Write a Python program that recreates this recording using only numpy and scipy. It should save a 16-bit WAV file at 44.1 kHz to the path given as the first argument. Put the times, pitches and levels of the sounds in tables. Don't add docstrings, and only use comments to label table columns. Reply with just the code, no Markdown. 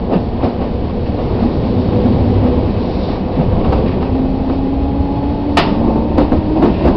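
import sys
import numpy as np
from scipy import signal
from scipy.fft import rfft, irfft, next_fast_len
from scipy.io import wavfile
from scipy.ndimage import uniform_filter1d

SR = 44100
rng = np.random.default_rng(int(sys.argv[2]) if len(sys.argv) > 2 else 0)


def unload_audio(sound):
    columns = np.transpose(np.atleast_2d(sound))
    steps = np.round(np.clip(columns, -1, 1) * 32767)
    wavfile.write(sys.argv[1], SR, steps.astype(np.int16))


N = 306936
T = np.arange(N) / SR


def from_db(db):
    return 10 ** (np.asarray(db) / 20)


def rms_one(x):
    return x / np.sqrt(np.mean(x ** 2) + 1e-20)


def in_time(rows):
    times, *columns = np.transpose(rows)
    return [np.interp(T, times, column) for column in columns]


def drift(rate_hz):
    hop, settle = 40, 2000
    pole = np.exp(-2 * np.pi * rate_hz * hop / SR)
    noise = rng.standard_normal(N // hop + settle + 2)
    slow = signal.lfilter([1], [1, -2 * pole, pole * pole], noise)[settle:]
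    return np.interp(np.arange(N) / hop, np.arange(len(slow)), rms_one(slow))


def stretch(start, end, fade_in, fade_out, db):
    ramps = np.minimum(1 + (T - start) / fade_in, 1 + (end - T) / fade_out)
    return from_db(db) * np.clip(ramps, 0, 1)


def blow(t, db, build, t60):
    power = np.zeros(N)
    near = slice(max(int((t - 10 * build) * SR), 0), int((t + 2 * t60) * SR))
    age = T[near] - t
    rise = np.exp(2 * np.minimum(age, 0) / build)
    power[near] = rise * from_db(db - 60 * np.maximum(age, 0) / t60) ** 2
    return power


def burst(t, width, db, phase):
    out = np.zeros(N)
    near = slice(max(int((t - 2 * width) * SR), 0), int((t + 2 * width) * SR))
    out[near] = from_db(db) * np.exp(-2 * ((T[near] - t) / width) ** 2) * np.sin(phase[near])
    return out


def beating_note(hz, rate_hz):
    phase = 2 * np.pi * hz * T
    return drift(rate_hz) * np.sin(phase) + drift(rate_hz) * np.cos(phase)


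def struck(strikes, modes, spread_db=1.0):
    out = np.zeros(N)
    for t, db in strikes:
        near = slice(int(t * SR) + 1, int(t * SR) + SR)
        age = T[near] - t
        for k, (hz, mode_db, t60) in enumerate(modes):
            start_db = db + mode_db + spread_db * rng.standard_normal()
            out[near] += (-1) ** k * from_db(start_db - 60 * age / t60) * np.sin(2 * np.pi * hz * age)
    return out


def resonances(hz, peaks):
    return sum(top / (1 + (2 * (hz - centre) / width) ** 2) for centre, width, top in peaks)


# f/Hz, width/Hz, lift/dB
METALWORK = [(1126, 30, 3), (1254, 27, 3), (1819, 16, 6), (1859, 25, 6), (2008, 22, 3), (2264, 22, 5),
             (2425, 35, 3), (2600, 110, 2), (2719, 30, 5), (2859, 22, 5), (2905, 22, 4), (3004, 16, 4),
             (3493, 27, 5), (3709, 30, 4), (3800, 40, 3)]


def vibration(spectrum, flutter_db=0, rate_hz=10):
    size = next_fast_len(N)
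    hz = np.maximum(np.fft.rfftfreq(size, 1 / SR), 1)
    points_hz, points_db = np.transpose(spectrum)
    colour_db = np.interp(np.log(hz), np.log(points_hz), points_db)
    octaves_outside = np.log2(np.maximum(1, np.maximum(hz / points_hz[-1], points_hz[0] / hz)))
    response = from_db(colour_db - 24 * octaves_outside + resonances(hz, METALWORK))
    shaking = irfft(rfft(rng.standard_normal(N), size) * response, size)[:N]
    return rms_one(shaking) * from_db(flutter_db * drift(rate_hz))


def dense_ring(spectrum):
    ring = vibration(spectrum)
    return ring / np.sqrt(uniform_filter1d(ring ** 2, size=1100) + 1e-9)


# t/s, f/Hz
SPEED = [(0, 236.5), (1.5, 245), (3.5, 251), (4.2, 262), (4.8, 273), (6.1, 300), (6.96, 319)]
# t/s, roar level/dB, tread level/dB
WHEEL_LEVELS = [(0.0, -19.5, -43), (0.87, -20, -41), (2.02, -16, -37.5), (2.96, -16.5, -38),
                (3.25, -18.5, -40), (3.72, -13.5, -38), (4.11, -18, -41), (4.82, -19.5, -41.5),
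                (5.46, -19, -41), (5.7, -15.5, -42), (6.45, -19, -40.5), (6.96, -14.5, -38.5)]
# start/s, end/s, fade-in/s, fade-out/s, level/dB
WORN_TRACK = [(2.2, 2.42, .12, .3, -17.5), (3.45, 3.8, .12, .5, -19)]
HISS_SWELLS = [(1.417, 2.1, 0.62, 0.38, -48), (2.952, 3.144, 0.28, 0.057, -40)]
# f/Hz, relative level/dB
RUMBLE_SPECTRUM = [(15, -7.5), (27, -2), (42, -7.5), (58, 0.5), (80, -0.5), (102, -6), (130, -9),
                   (200, -31)]
ROAR_SPECTRUM = [(80, -13), (140, -3), (200, 2), (255, -2), (320, -4.5), (390, -4.5), (490, -7), (620, -10),
                 (820, -14), (1050, -19), (1400, -35.5), (2200, -50)]
TREAD_SPECTRUM = [(700, -1), (1200, -1), (1550, 1), (1850, -2), (2150, 0), (2750, -3), (3300, -1),
                  (4500, -31)]
HISS_SPECTRUM = [(2200, -24.5), (3200, -9), (3700, 1.5), (4500, 1.5), (5100, -4.5), (6000, 1.5)]


def wheels(roar_trim_db=-1.24, tread_trim_db=-1.5, hiss_trim_db=-5.5):
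    roar_db, tread_db = in_time(WHEEL_LEVELS)
    motor_hz, = in_time(SPEED)
    rumble_db = -21.5 + 8.5 * np.log2(motor_hz / motor_hz[0])
    shaking = sum(stretch(*row) for row in WORN_TRACK)
    swells = sum(stretch(*row) for row in HISS_SWELLS)
    hiss_gain = np.hypot(from_db(tread_db + hiss_trim_db), swells)
    rumble = np.hypot(from_db(rumble_db), shaking) * vibration(RUMBLE_SPECTRUM)
    roar = from_db(roar_db + roar_trim_db) * vibration(ROAR_SPECTRUM, flutter_db=0.74, rate_hz=32)
    tread = from_db(tread_db + tread_trim_db) * vibration(TREAD_SPECTRUM, flutter_db=0.47, rate_hz=8.1)
    hiss = hiss_gain * vibration(HISS_SPECTRUM, flutter_db=0.9, rate_hz=8.6)
    return rumble + roar + tread + hiss


# coasting level/dB, gain under load/dB
MOTOR_ORDERS = [(-33.5, 7), (-32.5, -6), (-44, 6.5)]
GEAR_ORDERS = [2.535, 3.12, 15.25]
# f/Hz, width/Hz, lift/dB
CABIN_RESONANCES = [(266.3, 54, 7.5), (309.5, 3.1, 8.5), (512, 3.7, 7), (576, 18, 1.5), (720, 12, 4.5),
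                    (837, 38, 8), (892.3, 12, 9.5), (3800, 90, 12.5), (4270, 200, 5.5), (4760, 130, 5)]


def motor(load_at_s=3.85, load_rise_s=0.35, gear_db=(-51, -56, -75), gear_load_db=10.5, shimmer_db=1.6):
    hz, = in_time(SPEED)
    load = np.clip((T - load_at_s) / load_rise_s, 0, 1)
    wavering_hz = hz * (1 + 0.002 * drift(5.9))
    motor_phase = 2 * np.pi * np.cumsum(wavering_hz) / SR
    tones = [(order, *levels) for order, levels in enumerate(MOTOR_ORDERS, 1)]
    tones += [(order, db, gear_load_db) for order, db in zip(GEAR_ORDERS, gear_db)]
    whine = 0
    for order, coasting_db, load_db in tones:
        db = coasting_db + load_db * load + resonances(order * hz, CABIN_RESONANCES)
        phase = order * motor_phase + 2 * np.pi * rng.random()
        blur = 0.45 * np.sqrt(order) * drift(16)
        whine += np.sqrt(2) * from_db(db + shimmer_db * drift(14)) * np.sin(phase + blur)
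    return whine


# t/s, level/dB, brightness/dB, hollowness/dB, build-up/s
RAIL_JOINTS = [(0.132, -16, -1.5, 1.5, 0.028), (0.446, -13.5, 0, -8.5, 0.034), (0.62, -18, -1.5, -4, 0.028),
               (0.85, -24.5, -3, -5, .005), (1.191, -21, -4, -5.5, 0.014), (1.43, -24.5, 5.5, -3.5, 0.17),
               (2.07, -21.5, -14.5, -6.5, 0.053), (2.44, -21.5, 1, 1.5, 0.014),
               (3.089, -23.5, 6.5, -4.5, 0.0089), (3.40, -18, -15, -11, 0.087),
               (3.646, -22.5, 7, 0, 0.0042), (3.725, -21.5, 9, 1, 0.0049), (4.028, -21.5, 3, -7, 0.017),
               (4.498, -23.5, 3.5, 0, 0.007), (5.88, -14.5, -18, -6.5, 0.035), (5.961, -18, -8, -5.5, 0.01),
               (6.181, -7.5, -2, -7.5, 0.0044), (6.32, -9, -8, -20, 0.00072),
               (6.576, -11.5, -17, -16, 0.024), (6.627, -4, -7, -12.5, .003), (6.859, -6.5, -4, -16, 0.018)]
# f/Hz, relative level/dB
THUD_SPECTRUM = [(50, -19), (140, -6), (250, 4), (310, 2), (420, -4.5), (540, -7.5), (750, -9),
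                 (1050, -18.5), (1500, -41), (3000, -47)]
BARK_SPECTRUM = [(340, -11.5), (420, -2), (510, 1), (640, -4), (780, -3.5), (950, -14)]
CLACK_SPECTRUM = [(400, -2.5), (750, 13.5), (1200, 6), (1700, -3.5), (2100, -3), (2650, -3), (3300, -7),
                  (4600, -8), (6000, -16)]
# f/Hz, relative level/dB
BOGIE_MODES = [(258, -4.5), (338, -7), (498, -17)]


def rail_joints(bounce_s=0.031, bounce_loss_db=6.5, pits_per_s=3.6, pit_db=-30, pit_spread_db=6):
    duration = N / SR
    pits = [(when * duration, pit_db + pit_spread_db * (2 * size - 1), 0, -4, 0.002)
            for when, size in rng.random((int(pits_per_s * duration), 2))]
    bounces = [(t + bounce_s, db - bounce_loss_db, *rest) for t, db, *rest in RAIL_JOINTS]
    thud_power = bark_power = clack_power = ring_power = 0
    for t, db, bright_db, hollow_db, build in RAIL_JOINTS + bounces + pits:
        thud_power += blow(t, db, build, t60=0.24)
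        bark_power += blow(t, db + hollow_db, build, t60=0.25)
        clack_power += blow(t, db + bright_db - 13, build, t60=0.34)
        ring_power += blow(t, db, build, t60=0.21)
    bogie = sum(from_db(db) * np.sin(2 * np.pi * hz * T + 0.45 * drift(6.1)) for hz, db in BOGIE_MODES)
    thud = np.sqrt(thud_power) * dense_ring(THUD_SPECTRUM)
    bark = np.sqrt(bark_power) * dense_ring(BARK_SPECTRUM)
    clack = np.sqrt(clack_power) * dense_ring(CLACK_SPECTRUM)
    return thud + bark + clack + np.sqrt(ring_power) * bogie


# start/s, end/s, fade-in/s, fade-out/s, level/dB
RATTLES = [(.128, 0.152, 0.016, 0.06, -36.5), (1.06, 1.075, .004, .02, -39.5),
           (3.326, 3.405, .02, 0.13, -44.5), (3.862, 3.88, .006, 0.035, -34.5),
           (3.916, 3.932, .008, 0.034, -38.5), (6.56, 6.575, 0.0037, 0.016, -40.5),
           (6.746, 6.83, 0.033, 0.037, -39.5)]
# f/Hz, relative level/dB
FITTING_SPECTRUM = [(1400, -4), (1750, -1.5), (2150, -4), (2570, 4), (3000, -4), (3700, -7), (4800, -10.5)]


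def window_fitting(note_hz=2570):
    song = stretch(start=2.5, end=9, fade_in=2.8, fade_out=0.5, db=-53) * beating_note(note_hz, 45)
    shaking = sum(stretch(*row) for row in RATTLES)
    return song + shaking * vibration(FITTING_SPECTRUM, flutter_db=1.5, rate_hz=60)


# t/s, level/dB
KNOCKS = [(0.138, -18), (0.448, -24), (0.612, -25), (0.895, -27), (1.19, -27), (3.647, -19), (3.727, -14),
          (4.025, -21), (4.497, -22), (6.181, -12), (6.196, -18), (6.319, -19.5), (6.622, -16),
          (6.657, -19), (6.873, -15.5)]
# f/Hz, relative level/dB, t60/s
KNOCK_MODES = [(505, -7, .06), (660, -6.5, 0.039), (773, -6, 0.051), (928, -4, 0.062), (1098, -8, 0.1),
               (1263, -10, 0.071), (1523, -14.5, 0.049), (1766, -16.5, 0.046), (2076, -18.5, 0.036),
               (2750, -18, .045), (3700, -22, .035), (4700, -22, .035)]


def running_gear(touch_count=3, gap_s=0.0042, loss_db=6):
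    slips = rng.uniform(-0.4, 0.4, (len(KNOCKS), touch_count))
    touches = [(t + gap_s * k * (1 + slip[k]), db - loss_db * k)
               for (t, db), slip in zip(KNOCKS, slips) for k in range(touch_count)]
    return struck(touches, KNOCK_MODES)


# t/s, level/dB, f/Hz
BUFFETS = [(0.164, -6.5, 191), (0.448, -11, 90.4), (2.774, -11, 100), (3.402, -5, 157.3),
           (3.493, -8.5, 99.5), (3.534, -8.5, 90), (3.797, -11.5, 139.5), (4.128, -8.5, 93),
           (5.01, -7.5, 72.2), (6.384, -7, 74.6), (6.871, -5, 69.8)]


def draught(width_s=0.022, wobble=0.056):
    phase_per_hz = 2 * np.pi * np.cumsum(1 + wobble * drift(40)) / SR
    offsets = 2 * np.pi * rng.random(len(BUFFETS))
    return sum(burst(t, width_s, db, hz * phase_per_hz + offset)
               for (t, db, hz), offset in zip(BUFFETS, offsets))


# f/Hz, relative level/dB
GIRDER_SPECTRUM = [(62, -8), (80, -7), (101, 8), (125, -6), (165, -6.5), (200, -4), (250, -8.5),
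                   (330, -5.5), (500, -14.5)]
# f/Hz, level/dB
GIRDER_NOTES = [(250, -21.5), (492, -30)]


def bridge(drone_db=-16, beat_hz=9):
    crossing = stretch(start=2.0, end=2.55, fade_in=1.3, fade_out=0.3, db=0)
    notes = sum(from_db(db) * beating_note(hz, beat_hz) for hz, db in GIRDER_NOTES)
    drone = from_db(drone_db) * vibration(GIRDER_SPECTRUM)
    return crossing * (drone + notes)


# t/s, width/s, level/dB, f/Hz
BODY_BOOMS = [(1.46, 0.072, -16, 234.6), (1.69, 0.15, -22.5, 205.5), (2.03, 0.14, -16, 206),
              (2.08, .08, -16, 246.3), (2.48, 0.12, -23.5, 487), (2.85, .12, -19.5, 248.2),
              (5.92, 0.27, -18, 227.3), (6.215, .045, -12, 290), (6.2, 0.029, -14, 526),
              (6.65, 0.046, -10, 345)]


def body_booms(blur_rad=0.55):
    wander = blur_rad * drift(12)
    notes = sum(burst(t, width, db, 2 * np.pi * hz * T + wander) for t, width, db, hz in BODY_BOOMS)
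    return np.sqrt(2) * notes


# t/s, level/dB
PANEL_HITS = [(5.5705, -6.8), (5.578, -9), (5.597, -18)]
# f/Hz, relative level/dB
PANEL_SPECTRUM = [(100, -19), (280, -4), (420, -3.5), (520, -3.5), (720, 2.5), (1150, 0), (1600, -7.5),
                  (1850, -6), (2400, -9.5), (2800, -7.5), (3400, -9.5), (4400, -12.5), (5100, -13.5),
                  (6200, -19)]
# f/Hz, level/dB, t60/s
PANEL_MODES = [(700, -9, .13), (824, -27, .6), (899, -23, .6), (1130, -21, .23), (2719, -29, .33),
               (2982, -27, .36), (3068, -28, .3), (3688, -32, .25), (4382, -36, .42), (4990, -33, .25)]


def panel_slam(build_s=0.0006):
    crack_power = sum(blow(t, db, build_s, t60=0.165) for t, db in PANEL_HITS)
    tail_power = sum(blow(t, db - 10, build_s, t60=0.54) for t, db in PANEL_HITS)
    boom_power = sum(blow(t, db - 7, build_s, t60=0.36) for t, db in PANEL_HITS)
    first_hit_s = PANEL_HITS[0][0]
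    notes = struck([(first_hit_s, 0)], PANEL_MODES)
    crack = np.sqrt(crack_power + tail_power) * dense_ring(PANEL_SPECTRUM)
    boom = np.sqrt(boom_power) * dense_ring(THUD_SPECTRUM)
    return crack + boom + notes


def scene():
    running = wheels() + bridge() + body_booms() + motor()
    clatter = rail_joints() + running_gear() + window_fitting() + panel_slam()
    return (running + clatter + draught())[None]


def overload(x, top, hardness):
    return x / (1 + np.abs(x / top) ** (2 * hardness)) ** (0.5 / hardness)


def record(dry, band_hz=5250, stop_hz=6400, final_stop_hz=15800):
    x = overload(dry, top=0.85, hardness=5)
    x = signal.sosfilt(signal.butter(16, band_hz, fs=SR, output="sos"), x)
    x = signal.sosfilt(signal.cheby2(16, 60, stop_hz, fs=SR, output="sos"), x)
    x = overload(x, top=0.71, hardness=14)
    return signal.sosfilt(signal.cheby2(12, 70, final_stop_hz, fs=SR, output="sos"), x)


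dry = scene()
out = record(dry)
unload_audio(out)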